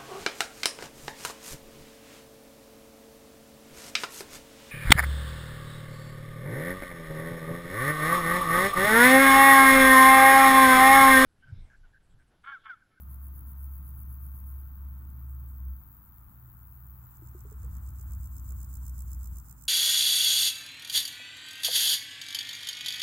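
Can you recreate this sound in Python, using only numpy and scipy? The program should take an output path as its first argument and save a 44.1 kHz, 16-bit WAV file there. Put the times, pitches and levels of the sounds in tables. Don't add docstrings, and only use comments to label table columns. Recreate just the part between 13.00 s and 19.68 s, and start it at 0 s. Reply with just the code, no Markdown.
import sys
import numpy as np
from scipy import signal
from scipy.fft import rfft, irfft, next_fast_len
from scipy.io import wavfile
from scipy.ndimage import uniform_filter1d, map_coordinates

SR = 44100
rng = np.random.default_rng(int(sys.argv[2]) if len(sys.argv) > 2 else 0)


def file_out(sig):
    cols = np.atleast_2d(sig).T
    lim = np.clip(cols, -1, 1)
    pcm = np.round(lim * 32767).astype(np.int16)
    wavfile.write(sys.argv[1], SR, pcm)


N = 294588


def amp(db):
    return 10 ** (np.asarray(db) / 20)

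def unit(x):
    return x / np.sqrt(np.mean(x ** 2) + 1e-20)

def clock():
    return np.arange(N) / SR

def along(table, hz):
    knots_hz, *columns = np.transpose(table)
    return np.array([np.interp(np.log(hz + 1), np.log(knots_hz), c) for c in columns])

def curves(table):
    knots_s, *columns = np.transpose(table)
    return [np.interp(clock(), knots_s, c) for c in columns]

def wobble(knots_per_s):
    return map_coordinates(rng.standard_normal(int(N * knots_per_s / SR) + 4), [clock() * knots_per_s])

def pulse(centre_s, width_s):
    return np.exp(-np.minimum(((clock() - centre_s) / width_s) ** 2, 20))

def filtered(x, response):
    size = next_fast_len(N + SR // 2)
    return irfft(rfft(x, size) * response(np.fft.rfftfreq(size, 1 / SR)), size)[..., :N]

def stereo_noise(spectrum, coherence):
    def weights(hz):
        alike = np.clip(along(coherence, hz)[0], -1, 1)
        return np.sqrt([1 + alike, 1 - alike])
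    mid, side = filtered(rng.standard_normal((2, N)), weights)
    return unit(filtered(np.array([mid + side, mid - side]), lambda hz: amp(along(spectrum, hz))))

def leg_strokes(song, jerks, glide_db, glide_lead_s, glide_width_s, rest_db, jerk_width_s):
    pressure = np.zeros(N)
    for last_s, level_db, last_jerk_db in song:
        glide = amp(glide_db) * pulse(last_s - glide_lead_s, glide_width_s)
        stroke = glide + amp(rest_db) * pulse(last_s - 0.035, 0.088)
        for lead_s, jerk_db in jerks:
            later, harder = rng.standard_normal(2)
            jerk = amp(jerk_db + harder / 2) * pulse(last_s - lead_s + 0.00024 * later, jerk_width_s)
            stroke = np.maximum(stroke, jerk)
        stroke = np.maximum(stroke, amp(last_jerk_db) * pulse(last_s, 0.71 * jerk_width_s))
        pressure = np.maximum(pressure, amp(level_db) * stroke)
    return pressure

def peg_strikes(rate_hz, scatter_db):
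    count = int(rate_hz * N / SR)
    slip, size, push = rng.standard_normal((count, 3)).T
    at = np.clip((np.arange(count) + slip / 4) * SR / rate_hz, 0, N - 1).astype(int)
    return unit(np.bincount(at, np.sign(push) * amp(scatter_db * size), N))

def radiate(force, wing, left_lead_ms, grass_db, grass_t60_s):
    decay = amp(-60 * np.arange(SR // 10) / SR / grass_t60_s) ** 2
    energy = np.abs(signal.fftconvolve(force ** 2, decay / decay.sum())[:N])
    scattered = np.sqrt(energy) * rng.standard_normal((2, N))
    advance_s = np.array([[0.5], [-0.5]]) * left_lead_ms / 1000
    direct = filtered(force, lambda hz: np.exp(2j * np.pi * hz * advance_s))
    return filtered(direct + amp(grass_db) * scattered, lambda hz: amp(along(wing, hz)))


# lead_s, gain_db
LEFT_LEG_JERKS = [(0.035, 0), (0.0254, 5), (0.0141, 6)]
# frequency_hz, left_db, right_db
LEFT_WING_RESPONSE = [(4000, -36, -37), (6000, -33, -40), (7000, -22, -28), (8100, -22.5, -36),
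                      (8800, -18, -29), (9400, -11, -18), (10200, -10.5, -12), (11100, -6, -4),
                      (11900, -8.5, -5), (12700, -5.5, -0.5), (14500, 2.5, -3.5), (15700, -1, -7)]

def left_grasshopper(start_s=0.034, period_s=0.1245, syllables=13, stroke_db=-61.7):
    times = start_s + period_s * np.arange(syllables)
    song = [(s, stroke_db, 3.5 + 2 * rng.standard_normal()) for s in times]
    song.append((1.614, -68.5, 9.9))
    pressure = leg_strokes(song, LEFT_LEG_JERKS, glide_db=-3.5, glide_lead_s=0.046,
                           glide_width_s=0.02, rest_db=-12.5, jerk_width_s=0.0024)
    force = pressure * peg_strikes(rate_hz=8990, scatter_db=1)
    return amp(14) * radiate(force, LEFT_WING_RESPONSE, left_lead_ms=0.459,
                             grass_db=-1.5, grass_t60_s=0.0096)


# phase_cycles, gain_db
WING_STROKE = [(0, -14.5), (.2, -7), (.35, -1.5), (.46, -3.5), (.53, -18.5), (.92, -11), (1, -14.5)]
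# time_s, level_db
BUZZ_LEVEL = [(0, -53), (0.5, -49.5), (1.55, -48), (1.9, -52.5), (2.8, -49.5), (3.3, -52.8), (3.95, -49),
              (4.55, -54), (5.25, -49.5), (5.9, -53), (6.3, -51.5), (6.6, -59)]
# frequency_hz, left_db, right_db
CRICKET_WING_RESPONSE = [(6900, -49, -53), (9760, -36, -31), (11150, -26, -31), (11800, -14, -21.5),
                         (12850, -10.5, -16), (13250, -11.5, -17.5), (14680, 0, -10.5), (15400, -1, -3.5)]
# time_s, gain_db
BUZZ_RIGHT_GAIN = [(0, -4), (1.3, -5), (1.7, -0.5), (4, -2.5), (4.3, 2), (4.7, -5), (5.5, 0), (6.2, -2)]

def bush_cricket(wingbeat_hz=98.1, beat_scatter_db=0.5):
    beats = wingbeat_hz * clock()
    stroke = amp(np.interp(beats % 1, *np.transpose(WING_STROKE)))
    strength = amp(beat_scatter_db * rng.standard_normal(int(beats[-1]) + 1))[beats.astype(int)]
    strikes = unit(stroke * strength * peg_strikes(rate_hz=8990, scatter_db=4))
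    force = amp(curves(BUZZ_LEVEL)[0]) * strikes
    left, right = amp(4.5) * radiate(force, CRICKET_WING_RESPONSE, left_lead_ms=0.369,
                                     grass_db=0, grass_t60_s=0.0013)
    return np.array([left, right * amp(curves(BUZZ_RIGHT_GAIN)[0])])


# time_s, firing_hz
FIRING_RATE = [(0.0, 67.52), (2.19, 67.43), (2.9, 64), (4.13, 64.6), (4.39, 62.95), (5.21, 63.73),
               (6.32, 61.3), (6.68, 57.6)]
# time_s, depth_fraction
THROB_DEPTH = [(0, 0.01), (3, 0.11), (4.3, 0.6), (4.7, .9), (5.9, 0.44)]
# time_s, load_db
ENGINE_LOAD = [(0, -41), (1.1, -39), (2.55, -40), (2.72, -35.5), (2.88, -54.5), (3.45, -55.5), (3.9, -49.5),
               (4.15, -56), (4.65, -38), (6.33, -36.5), (6.45, -49), (6.68, -51)]

def engine(cylinders=6, weak_firing_s=4.9, weak_width_cycles=0.19, surge_hz=2.45, surge_crest_s=0.25):
    firings = np.cumsum(curves(FIRING_RATE)[0]) / SR
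    firings -= np.interp(weak_firing_s, clock(), firings)
    from_weak = (firings / cylinders + 0.5) % 1 - 0.5
    weak = np.exp(-(from_weak / weak_width_cycles) ** 2) * curves(THROB_DEPTH)[0]
    phase = 2 * np.pi * firings
    pipe_ring = 0.99 * weak * np.cos(phase + 2 * phase / cylinders)
    note = (1 - weak) * np.sin(phase) + pipe_ring + amp(-31) * np.sin(3 * phase)
    note /= np.sqrt(np.abs(uniform_filter1d(2 * note ** 2, SR // 2)))
    surge_db = np.cos(2 * np.pi * surge_hz * (clock() - surge_crest_s))
    level_db = curves(ENGINE_LOAD)[0] + 2 + surge_db + wobble(11)
    return amp(level_db) * note * amp([[0.1], [-0.1]])


# frequency_hz, gain_db
RUMBLE_SPECTRUM = [(20, -12), (32, -6), (52, 2.5), (90, 2.5), (140, -0.5), (200, -9), (260, -12),
                   (350, -22), (500, -34), (900, -49)]
# frequency_hz, coherence_fraction
LOW_COHERENCE = [(60, 0.64), (130, 0.94), (300, 0.86), (600, 0.17)]

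def rumble(mean_db=-53, db_per_load_db=0.31, flutter_db=0.97):
    load_db, = curves(ENGINE_LOAD)
    level_db = mean_db + db_per_load_db * (load_db - load_db.mean()) + flutter_db * wobble(12)
    return amp(level_db) * stereo_noise(RUMBLE_SPECTRUM, LOW_COHERENCE)


# time_s, level_db
BREEZE_LEVEL = [(1.2, -64.5), (3.1, -66.5), (4.6, -63.5), (6.6, -66)]
# frequency_hz, left_db, right_db
BREEZE_SPECTRUM = [(200, -8.5, -18.5), (530, -11, -13.5), (664, -8.5, -10.5), (844, -0.5, -3.5),
                   (1040, 0, 1.5), (1362, -5.5, 4), (1650, -8, -6), (2123, -16, -16.5), (2940, -23.5, -21),
                   (6300, -28.5, -28.5), (7550, -24.5, -21), (11300, -19.5, -20.5), (15700, -15.5, -14)]
# frequency_hz, coherence_fraction
BREEZE_COHERENCE = [(300, 0.4), (640, 0.57), (1400, 0.09), (3000, 0)]

def breeze(flutter_db=0.5):
    level_db = curves(BREEZE_LEVEL)[0] + flutter_db * wobble(10)
    return amp(level_db) * stereo_noise(BREEZE_SPECTRUM, BREEZE_COHERENCE)


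# time_s, level_db
HUM_LEVEL = [(0.5, -70), (1.1, -51.5), (1.8, -62), (2.35, -49), (3.1, -74), (3.4, -57), (5, -54),
             (6.68, -62.5)]

def hum(pitch_hz=122.5, waver_hz=1.19, flutter_db=1.7):
    level_db = curves(HUM_LEVEL)[0] + flutter_db * wobble(13)
    phase = 2 * np.pi * np.cumsum(pitch_hz + waver_hz * wobble(3)) / SR
    return amp(level_db) * unit(np.sin(phase))


# start_s, length_s, level_db
LOOSE_SCRAPES = [(1.935, 0.15, -73.5), (2.275, 0.066, -67), (2.478, 0.024, -67.5), (2.498, 0.06, -69.5)]
# time_s, level_db
DRY_TICKS = [(2.05, -67), (2.104, -59.5), (2.35, -61)]
# frequency_hz, left_db, right_db
SCRAPE_RESPONSE = [(4000, -40, -28), (6600, -6, -24), (7500, -12, 3), (9900, -11, 6.5), (11800, -17, -8),
                   (12700, 11, 9), (15800, 4, 0)]

def scrapes():
    strokes = sum(amp(db) * pulse(s + length / 2, 0.59 * length) for s, length, db in LOOSE_SCRAPES)
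    ticks = sum(amp(db) * pulse(s, 0.0022) for s, db in DRY_TICKS)
    force = (strokes + ticks) * peg_strikes(rate_hz=6190, scatter_db=5)
    return amp(1) * radiate(force, SCRAPE_RESPONSE, left_lead_ms=-0.15,
                            grass_db=-7.5, grass_t60_s=0.0048)


# lead_s, gain_db
ANSWER_JERKS = [(0.041, 2.6), (0.03, 5.6), (0.0151, 7.14)]
# frequency_hz, left_db, right_db
FAR_WING_RESPONSE = [(4000, -33, -32), (6000, -21, -11), (7400, -14, -1), (9000, -14, -4), (10400, -9, 2),
                     (12000, -8, -4), (15800, -8, -4)]

def far_grasshopper(start_s=2.826, period_s=0.1326, syllables=9, stroke_db=-71.5, swell_db=6):
    song = [(start_s + period_s * k, stroke_db - swell_db * np.exp(-k / 3), 3) for k in range(syllables)]
    pressure = leg_strokes(song, ANSWER_JERKS, glide_db=-11, glide_lead_s=0.06,
                           glide_width_s=0.02, rest_db=-11, jerk_width_s=0.0036)
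    force = pressure * peg_strikes(rate_hz=9500, scatter_db=2)
    return amp(5) * radiate(force, FAR_WING_RESPONSE, left_lead_ms=-0.25,
                            grass_db=-2.5, grass_t60_s=0.01)


# frequency_hz, left_db, right_db
RIGHT_WING_RESPONSE = [(3000, -37, -33), (4230, -29, -31), (5030, -22, -13), (6100, -19.5, -7),
                       (7320, -12.5, 0), (8100, -15, 0), (8940, -17.5, -9), (10300, -14, -4),
                       (11760, -18, -12), (12860, -8, -0.5), (15700, -8, -2.5)]

def right_grasshopper(start_s=4.0695, period_s=0.122, syllables=22, hurry_s=0.0329, slowing_s=0.0002487,
                      crest_s=5.95, swell_db_per_s=5.5, fade_db_per_s=4.5, treble_hz=9200):
    k = np.arange(syllables)
    unsettled = np.exp(-k / 5.25)
    times = start_s + period_s * k + slowing_s * k ** 2 / 2 - hurry_s * (1 - unsettled)
    below_crest_db = np.maximum(swell_db_per_s * (crest_s - times), fade_db_per_s * (times - crest_s))
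    stroke_db = -50.5 - below_crest_db - 7 * np.exp(-k)
    last_jerk_db = 6 - 18 * unsettled
    song = zip(times, stroke_db, last_jerk_db)
    pressure = leg_strokes(song, ANSWER_JERKS, glide_db=-11.5, glide_lead_s=0.065,
                           glide_width_s=0.017, rest_db=-10.5, jerk_width_s=0.0027)
    force = pressure * peg_strikes(rate_hz=9940, scatter_db=2.5)
    rasp = amp(5.5) * radiate(force, RIGHT_WING_RESPONSE, left_lead_ms=-0.254,
                              grass_db=-4, grass_t60_s=0.0075)
    treble = filtered(rasp, lambda hz: 1 - 1 / (1 + (hz / treble_hz) ** 20))
    treble_db = 2 - 7 * np.interp(clock(), times, unsettled)
    return rasp - treble + amp(treble_db) * treble


# start_s, pitch_hz, level_db
PLOP_NOTES = [(4.221, 315, -47), (4.349, 352, -43.5), (4.451, 402, -48), (4.518, 418, -48),
              (4.64, 465, -54)]

def plops(t60_s=0.081, rise_per_s=1.2, attack_s=0.00075):
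    out = np.zeros(N)
    for start_s, pitch_hz, level_db in PLOP_NOTES:
        t = np.clip(clock() - start_s, 0, 1)
        envelope = amp(level_db - 60 * t / t60_s) * (1 - np.exp(-t / attack_s))
        out += envelope * np.sin(2 * np.pi * pitch_hz * t * (1 + rise_per_s * t / 2))
    return out


# centre_s, width_s, level_db
SOFT_BUMPS = [(4.833, .01, -66), (4.88, 0.014, -65), (5.005, 0.0096, -68), (5.515, 0.024, -63.5)]
# frequency_hz, gain_db
BUMP_SPECTRUM = [(120, -8), (230, 6), (550, -1.5), (800, -13), (1600, -29)]

def bumps():
    envelope = sum(amp(db) * pulse(s, width) for s, width, db in SOFT_BUMPS)
    return envelope * stereo_noise(BUMP_SPECTRUM, LOW_COHERENCE)


def scene():
    opening = left_grasshopper() + bush_cricket() + engine() + rumble() + breeze() + hum()
    return opening + scrapes() + far_grasshopper() + right_grasshopper() + plops() + bumps()

def record(dry):
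    cutoff_hz = 15800
    return filtered(dry, lambda hz: hz < cutoff_hz)


dry = scene()
out = record(dry)
file_out(out)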